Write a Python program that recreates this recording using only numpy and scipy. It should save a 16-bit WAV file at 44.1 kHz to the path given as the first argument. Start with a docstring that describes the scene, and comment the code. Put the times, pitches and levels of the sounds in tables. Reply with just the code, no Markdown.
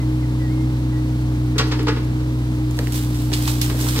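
"""A small diesel excavator runs steadily some metres off in a wood; a bird whistles far away.
Its arm and bucket clank a few times, then press into a thicket, a little to the right: twigs snap,
branches crack and bump, leaves thrash. The engine is partials of the firing rate over combustion
noise, the clanks are a rattle over ringing steel, and the breaking wood is short noise bursts.
Hydraulics and distant foliage hiss; blows and whistles echo among the trees."""
import sys
import numpy as np
from scipy import signal
from scipy.fft import rfft, irfft, next_fast_len
from scipy.io import wavfile

SR = 44100
rng = np.random.default_rng(int(sys.argv[2]) if len(sys.argv) > 2 else 0)


def store_pcm(level_fs):
    """Save levels as 16-bit WAV."""
    pcm = np.round(np.clip(level_fs, -1, 1) * 32767).astype(np.int16)
    wavfile.write(sys.argv[1], SR, np.atleast_2d(pcm).T)


N = 176400
T = np.arange(N) / SR

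ENGINE_LAG, BUCKET_LAG, THICKET_LAG = -9, 4.5, 12  # left behind right [samples]
TWIG_PAN_DB = np.array([[-1.4], [1.4]])  # left, right


def amp(db):
    """Decibels to gain."""
    return 10 ** (np.asarray(db) / 20)


def unit(x):
    """Scale to rms 1."""
    return x / np.sqrt(np.mean(x ** 2) + 1e-20)


def curve(points):
    """Breakpoints to a value per sample."""
    return np.interp(T, *np.transpose(points))


def read(points, hz):
    """Interpolate on a log-frequency axis."""
    f, value = np.transpose(points)
    return np.interp(np.log(hz + 1), np.log(f + 1), value)


def add(mix, start_s, sound):
    """Mix in a stereo sound, cropped to fit."""
    at = round(start_s * SR)
    sound = sound[:, max(-at, 0):]
    part = mix[:, max(at, 0):][:, :sound.shape[1]]
    part += sound[:, :part.shape[1]]


def drift(hz):
    """Random wander below hz, rms 1."""
    f = np.fft.rfftfreq(N, 1 / SR)
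    return unit(irfft(rfft(rng.standard_normal(N)) / (1 + (f / hz) ** 4), N))


def noise(size, likeness, grain_db=0):
    """Stereo noise, left-right correlation = likeness; grain turns it into unequal clicks."""
    z = rng.standard_normal((3, size))
    z *= amp(grain_db * np.minimum(rng.exponential(1, (3, size)), 5))
    return unit(np.sqrt(likeness) * z[0] + np.sqrt(1 - likeness) * z[1:])


def colour(x, tone, lag, tilt_db_oct=0):
    """Shape the spectrum at equal power; delay the left side by lag samples."""
    size = next_fast_len(x.shape[1] + 256)
    f = np.fft.rfftfreq(size, 1 / SR)
    gain = unit(amp(read(tone, f) + tilt_db_oct * np.log2(f + 1)))
    delay = np.exp(-2j * np.pi * f / SR * np.array([[lag], [0]]))
    return irfft(rfft(x, size) * gain * delay, size)[:, :x.shape[1]]


def die_away(x, t60):
    """Decay each band at its own rate."""
    f, t, bands = signal.stft(x, SR, nperseg=256)
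    decay = amp(-60 * t / read(t60, f)[:, None])
    return signal.istft(bands * decay, SR, nperseg=256)[1][:, :x.shape[1]]


def ring(modes, t, lag):
    """Decaying modes of random phase, in stereo."""
    late_s = t - np.array([[lag], [0]]) / SR
    return np.sqrt(2) * sum(amp(db - 60 * t / t60) * np.cos(2 * np.pi * (hz * late_s + rng.random()))
                            for hz, db, t60 in modes)


def engine(wobble=0.0042, wobble_hz=14.9, shimmer_db=0.5, clatter_db=-32.5):
    """Diesel: exhaust partials and a drone on the firing rate; clatter swells at each firing."""
    # engine speed (time [s], firing rate [Hz])
    speed = [(0.0, 62), (0.71, 62.6), (1.49, 61.4), (1.56, 62), (1.69, 61.6), (1.75, 61.7), (1.9, 60),
             (2.07, 62), (2.51, 62.1), (2.87, 61.0), (3.63, 61.2), (3.69, 61), (3.95, 62), (4.0, 60)]
    # exhaust and drive partials (multiple of firing rate, level [dB])
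    orders = [(1, -26.5), (1.5, -66.5), (2, -22), (2.5, -42.5), (3, -41), (3.5, -63), (4, -36.5),
              (4.5, -40.5), (6, -49.5), (7, -51), (8, -53), (8.6, -52.5)]
    # exhaust swell (time [s], gain [dB])
    exhaust_gain = [(0, 1), (.6, 0.6), (1.5, 0.5), (2.1, 0), (2.9, -0.6), (3.5, 0.1), (4, 0.2)]
    # drone (time [s], level [dB])
    drone_level = [(0.0, -32), (0.08, -24), (0.37, -30), (0.6, -23.5), (0.78, -31.5), (0.98, -25.5),
                   (1.17, -29.5), (1.56, -25.5), (1.61, -50), (1.64, -28), (1.93, -23.5), (1.97, -34.5),
                   (2.17, -25.5), (2.41, -31), (2.62, -25), (2.87, -31.5), (2.99, -28), (4.0, -28)]
    # combustion and casing noise (frequency [Hz], relative level [dB])
    clatter_tone = [(8, -60), (25, -18), (45, -7), (90, 3.5), (160, -1.5), (280, 1.5), (370, -4),
                    (470, -12.5), (620, -14), (900, -13), (1400, -20.5), (2400, -21.5), (5000, -36),
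                    (16000, -60)]
    rate_hz = curve(speed) * (1 + wobble * drift(wobble_hz))
    firings = np.cumsum(rate_hz) / SR - np.array([[ENGINE_LAG], [0]]) * rate_hz / SR

    def partial(order):
        return np.sqrt(2) * np.cos(2 * np.pi * (order * firings + rng.random()))

    exhaust = sum(amp(db + shimmer_db * drift(wobble_hz)) * partial(order) for order, db in orders)
    drone = amp(curve(drone_level)) * partial(order=5)
    phase = 2 * np.pi * firings[1]
    puffs = unit(np.exp(0.1 * np.cos(phase) + 0.18 * np.cos(phase / 2)))  # alternately strong, weak
    clatter = colour(noise(N, likeness=0.98) * puffs, clatter_tone, ENGINE_LAG)
    return amp(curve(exhaust_gain)) * exhaust + drone + amp(clatter_db) * clatter


def clanks(boom_rise_s=0.014):
    """Slack joints and the bucket knock: dense rattle, steel modes, low ring of the boom."""
    # knocks (time [s], rattle [dB], rise [s], tilt [dB/octave], boom [dB], steel [dB])
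    knocks = [(1.553, -32, 0.0095, -4, -31, -42), (1.581, -15.5, 0.00086, 4, -31, -30.5),
              (1.594, -18, 0.0029, -2, -26, -29.5), (1.667, -40, .003, 10, -38, -60),
              (1.711, -19.5, .011, -0.5, -33, -39), (1.787, -26.5, .007, -1, -25.5, -42),
              (1.867, -21, .004, -3, -35, -38), (1.879, -18, 0.0056, -1.5, -26.5, -27),
              (1.96, -28.5, 0.009, -2, -30, -47), (2.2, -42, 0.0058, 1, -35.5, -54),
              (3.959, -25, 0.0037, 2, -40, -48), (3.976, -26, .004, 3, -29, -46)]
    # rattle spectrum (frequency [Hz], relative level [dB])
    rattle_tone = [(150, -31), (430, 3), (630, -12.5), (900, -0.5), (1400, -6), (2200, -4), (3300, -5),
                   (5000, -5), (7000, -16.5), (8500, -18), (9700, -39), (12000, -26), (16000, -42)]
    # rattle decay (frequency [Hz], T60 [s])
    rattle_t60 = [(300, 0.18), (1200, .21), (4000, 0.15), (12000, .1)]
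    # steel modes (frequency [Hz], level [dB], T60 [s])
    steel_modes = [(872, -9, .3), (1125, -3, .16), (1238, -4, .2), (1357, -3, .26), (1460, -4, .2),
                   (1663, -6, .27), (1705, -7, .25), (1927, -7, .3), (2778, -13, .2), (3220, -10, .16),
                   (3871, -15, .22), (4307, -16, .15), (5297, -18, .16), (5868, -17, .18)]
    # boom modes (frequency [Hz], level [dB], T60 [s])
    boom_modes = [(245, -16.5, 0.6), (272.6, 11.5, 0.067), (315.6, -2.5, 0.68), (338, -16.5, 0.13),
                  (389, -3, .16), (443, 2.5, .17), (511, 0, 0.084)]
    out, t = np.zeros((2, N)), T[:SR // 2]
    for start_s, rattle_db, rise_s, tilt_db_oct, boom_db, steel_db in knocks:
        grit = colour(noise(len(t), likeness=0.72, grain_db=3), rattle_tone, BUCKET_LAG, tilt_db_oct)
        rattle = amp(rattle_db) * die_away(grit, rattle_t60)
        steel = amp(steel_db) * ring(steel_modes, t, BUCKET_LAG)
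        boom = amp(boom_db) * ring(boom_modes, t, BUCKET_LAG)
        add(out, start_s, np.minimum(t / rise_s, 1) * (rattle + steel))
        add(out, start_s, np.minimum(t / boom_rise_s, 1) * boom)
    return out


def snaps(thicket_tone, snap_s=0.0018, splinter_s=0.016):
    """Wood breaks: one sharp snap, then a short spray of tearing fibres."""
    # breaks (time [s], snap [dB], splinter [dB], emphasis [Hz], roll-off [dB], left lag [samples])
    breaks = [ (2.7102, -32, -46, 9000, 6, 12), (2.769, -37.5, -42, 9000, 4, 11),
              (2.7897, -15.5, -36, 1400, 3, 5), (2.8713, -20.5, -50, 1800, 5, 4),
              (2.9222, -27.5, -28.5, 6996, 1.5, 12.5), (2.957, -29, -30.5, 8000, 8, 18),
              (3.145, -40, -33.5, 3005, 2, 4.1), (3.1873, -40, -40, 4000, 7, 12.5),
              (3.3176, -27, -30.5, 794, 3.5, 6.1), (3.3302, -19.5, -24, 4000, 7, 12.8),
              (3.336, -17, -23, 3500, 5, 12.6), (3.4252, -23, -45, 6000, 4, 11),
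              (3.455, -23, -42, 4000, 7, 9.8), (3.4761, -29, -19.5, 3770, 4, 12.1),
              (3.477, -15, -33, 1010, 35, 10.7), (3.615, -11.5, -19, 5000, 3, 7.55),
              (3.6994, -32, -30, 1800, 3, 5), (3.8097, -31, -27, 7000, 8, 12.3),
              (3.865, -25, -29, 1190, 31, 14), (3.887, -20, -23.5, 5140, 2, 10.3)]
    out, t = np.zeros((2, N)), T[:SR // 5]
    f = np.geomspace(60, 16000, num=60)
    for start_s, snap_db, splinter_db, emphasis_hz, rolloff_db, lag in breaks:
        octaves = np.log2(f / emphasis_hz)
        cut_db = rolloff_db * octaves ** 2 / np.hypot(1, octaves / 2)
        tone = np.transpose([f, read(thicket_tone, f) - cut_db])
        snap = amp(snap_db) * np.exp(-t / snap_s) * noise(len(t), likeness=0.87)
        fibres = amp(splinter_db) * np.exp(-t / splinter_s) * noise(len(t), likeness=0.6, grain_db=4.5)
        add(out, start_s, colour(snap + fibres, tone, lag))
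    return out * amp(TWIG_PAN_DB)


def bumps(rise_s=0.0014, decay_s=0.029):
    """Thick stems thud against the bucket."""
    # thuds (time [s], level [dB])
    thuds = [(2.792, -28.5), (2.818, -33), (3.318, -32), (3.702, -28), (3.744, -30), (3.79, -31),
             (3.836, -32), (3.875, -39), (3.988, -27)]
    # thud spectrum (frequency [Hz], relative level [dB])
    tone = [(60, -25), (160, -10), (400, -1.5), (550, -6.5), (800, -17), (2000, -20), (16000, -65)]
    out, t = np.zeros((2, N)), T[:SR // 4]
    envelope = np.minimum(t / rise_s, 1) * np.exp(-t / decay_s)
    for start_s, db in thuds:
        add(out, start_s, amp(db) * envelope * colour(noise(len(t), likeness=0.98), tone, BUCKET_LAG))
    return out


def leaves(thicket_tone, crossover_hz=3500, clump_db=1, cracks_per_s=70, crack_s=0.0005, crackle_db=-8):
    """Stems scrape, leaves slap in clumps around them, fine twigs crackle."""
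    # thrashing (time [s], level [dB])
    level = [(0, -72), (2.68, -56), (2.79, -43), (2.91, -41.5), (2.96, -29.5), (3.0, -34.5), (3.12, -43),
             (3.2, -39.5), (3.31, -42), (3.35, -30), (3.39, -34), (3.46, -31), (3.5, -27.5), (3.55, -35),
             (3.605, -37.5), (3.635, -27.5), (3.69, -35), (3.76, -36), (3.815, -28.5), (3.86, -29.5),
             (3.89, -29), (3.935, -31), (4, -27.5)]
    treble = 1 / (1 + (crossover_hz / (np.fft.rfftfreq(N, 1 / SR) + 1)) ** 4)
    stems = irfft(rfft(noise(N, likeness=0.65, grain_db=2)) * np.sqrt(1 - treble), N)
    slaps = irfft(rfft(noise(N, likeness=0.22, grain_db=2)) * np.sqrt(treble), N)
    slaps *= amp([[-2.75], [2.75]])  # pan right
    impulses = rng.uniform(0.3, 1, N) * (rng.random(N) < cracks_per_s / SR)
    cracks = signal.lfilter([1], [1, -np.exp(-1 / (crack_s * SR))], impulses)
    crackle = unit(cracks * noise(N, likeness=0.85)) * amp(TWIG_PAN_DB)
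    rustle = (stems + slaps) * amp(clump_db * drift(hz=129.6)) + amp(crackle_db) * crackle
    return amp(curve(level)) * colour(rustle, thicket_tone, THICKET_LAG)


def ticks(decay_s=0.0054):
    """Fine twigs tick lightly close by."""
    # twig ticks (time [s], level [dB])
    twigs = [(1.682, -43), (1.829, -38), (1.88, -47), (2.048, -45)]
    # tick spectrum (frequency [Hz], relative level [dB])
    tone = [(1000, -28), (6000, -1), (9500, 0), (14000, -3), (16000, -12)]
    out, t = np.zeros((2, N)), T[:SR // 5]
    for start_s, db in twigs:
        burst = colour(noise(len(t), likeness=0.6), tone, THICKET_LAG)
        add(out, start_s, amp(db) * np.exp(-t / decay_s) * burst)
    return out * amp(TWIG_PAN_DB)


def hiss(level_db=-44, flutter_db=0.5):
    """Hydraulics and distant foliage: steady, slightly restless noise."""
    # hiss spectrum (frequency [Hz], relative level [dB])
    tone = [(100, -31), (1000, 4.5), (2700, -2), (4200, 0), (5500, -4.5), (7000, -6), (8600, -6.5),
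            (9700, -13), (12000, -7.5), (16000, -18.5)]
    gain = amp(level_db + flutter_db * drift(hz=25))
    return gain * colour(noise(N, likeness=0.29), tone, ENGINE_LAG)


def bird(echo_db=-11):
    """Pure gliding whistles, blurred by the trees."""
    # whistles (time [s], length [s], level [dB], start [Hz], middle [Hz], end [Hz])
    whistles = [(-.03, .08, -45, 2150, 2060, 1980), (.215, .045, -45, 2200, 2020, 1830),
                (.395, .1, -42, 2000, 1930, 1850), (.475, .07, -46, 1900, 2130, 2200),
                (.53, .12, -49, 2170, 2120, 2120), (.915, .1, -46, 2030, 1920, 2020)]
    out = np.zeros((2, N))
    for start_s, length_s, db, *pitches_hz in whistles:
        u = np.linspace(0, 1, int(length_s * SR))
        hz = np.polyval(np.polyfit([0, 0.5, 1], pitches_hz, 2), u)
        phase = 2 * np.pi * np.cumsum(hz) / SR + np.array([[1], [0]])  # left leads by 1 rad
        envelope = np.sqrt(abs(np.sin(np.pi * u)))
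        add(out, start_s, amp(db) * envelope * np.sin(phase))
    return out + amp(echo_db) * tree_echo(out)


def tree_echo(x, rise_s=0.01):
    """Diffuse echoes from trunks and canopy."""
    # echo decay (frequency [Hz], T60 [s])
    t60 = [(200, 0.95), (1500, 0.81), (5000, 0.76), (14000, 0.52)]
    tail = die_away(noise(SR, likeness=0.34, grain_db=0.5), t60) * np.minimum(T[:SR] / rise_s, 1)
    return signal.fftconvolve(x, tail / np.linalg.norm(tail[0]), axes=1)[:, :N]


def scene(echo_db=-11.5):
    """The machine and the thicket among the trees."""
    # spectrum of leaves and breaking wood (frequency [Hz], relative level [dB])
    thicket_tone = [(100, -18), (500, -2.5), (1000, 0.5), (2300, -1), (3800, 1), (5500, -0.5), (7000, -3),
                    (8600, 1.5), (9600, -6.5), (12000, -1.5), (16000, -6)]
    blows = clanks() + snaps(thicket_tone) + ticks() + bumps()
    return engine() + hiss() + bird() + leaves(thicket_tone) + blows + amp(echo_db) * tree_echo(blows)


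def record(dry, cutoff_hz=15800):
    """Steep low-pass on the top treble."""
    lowpass = signal.firwin(511, cutoff_hz, window=("kaiser", 9), fs=SR)
    return signal.oaconvolve(dry, lowpass[None], "same")


dry = scene()
out = record(dry)
store_pcm(out)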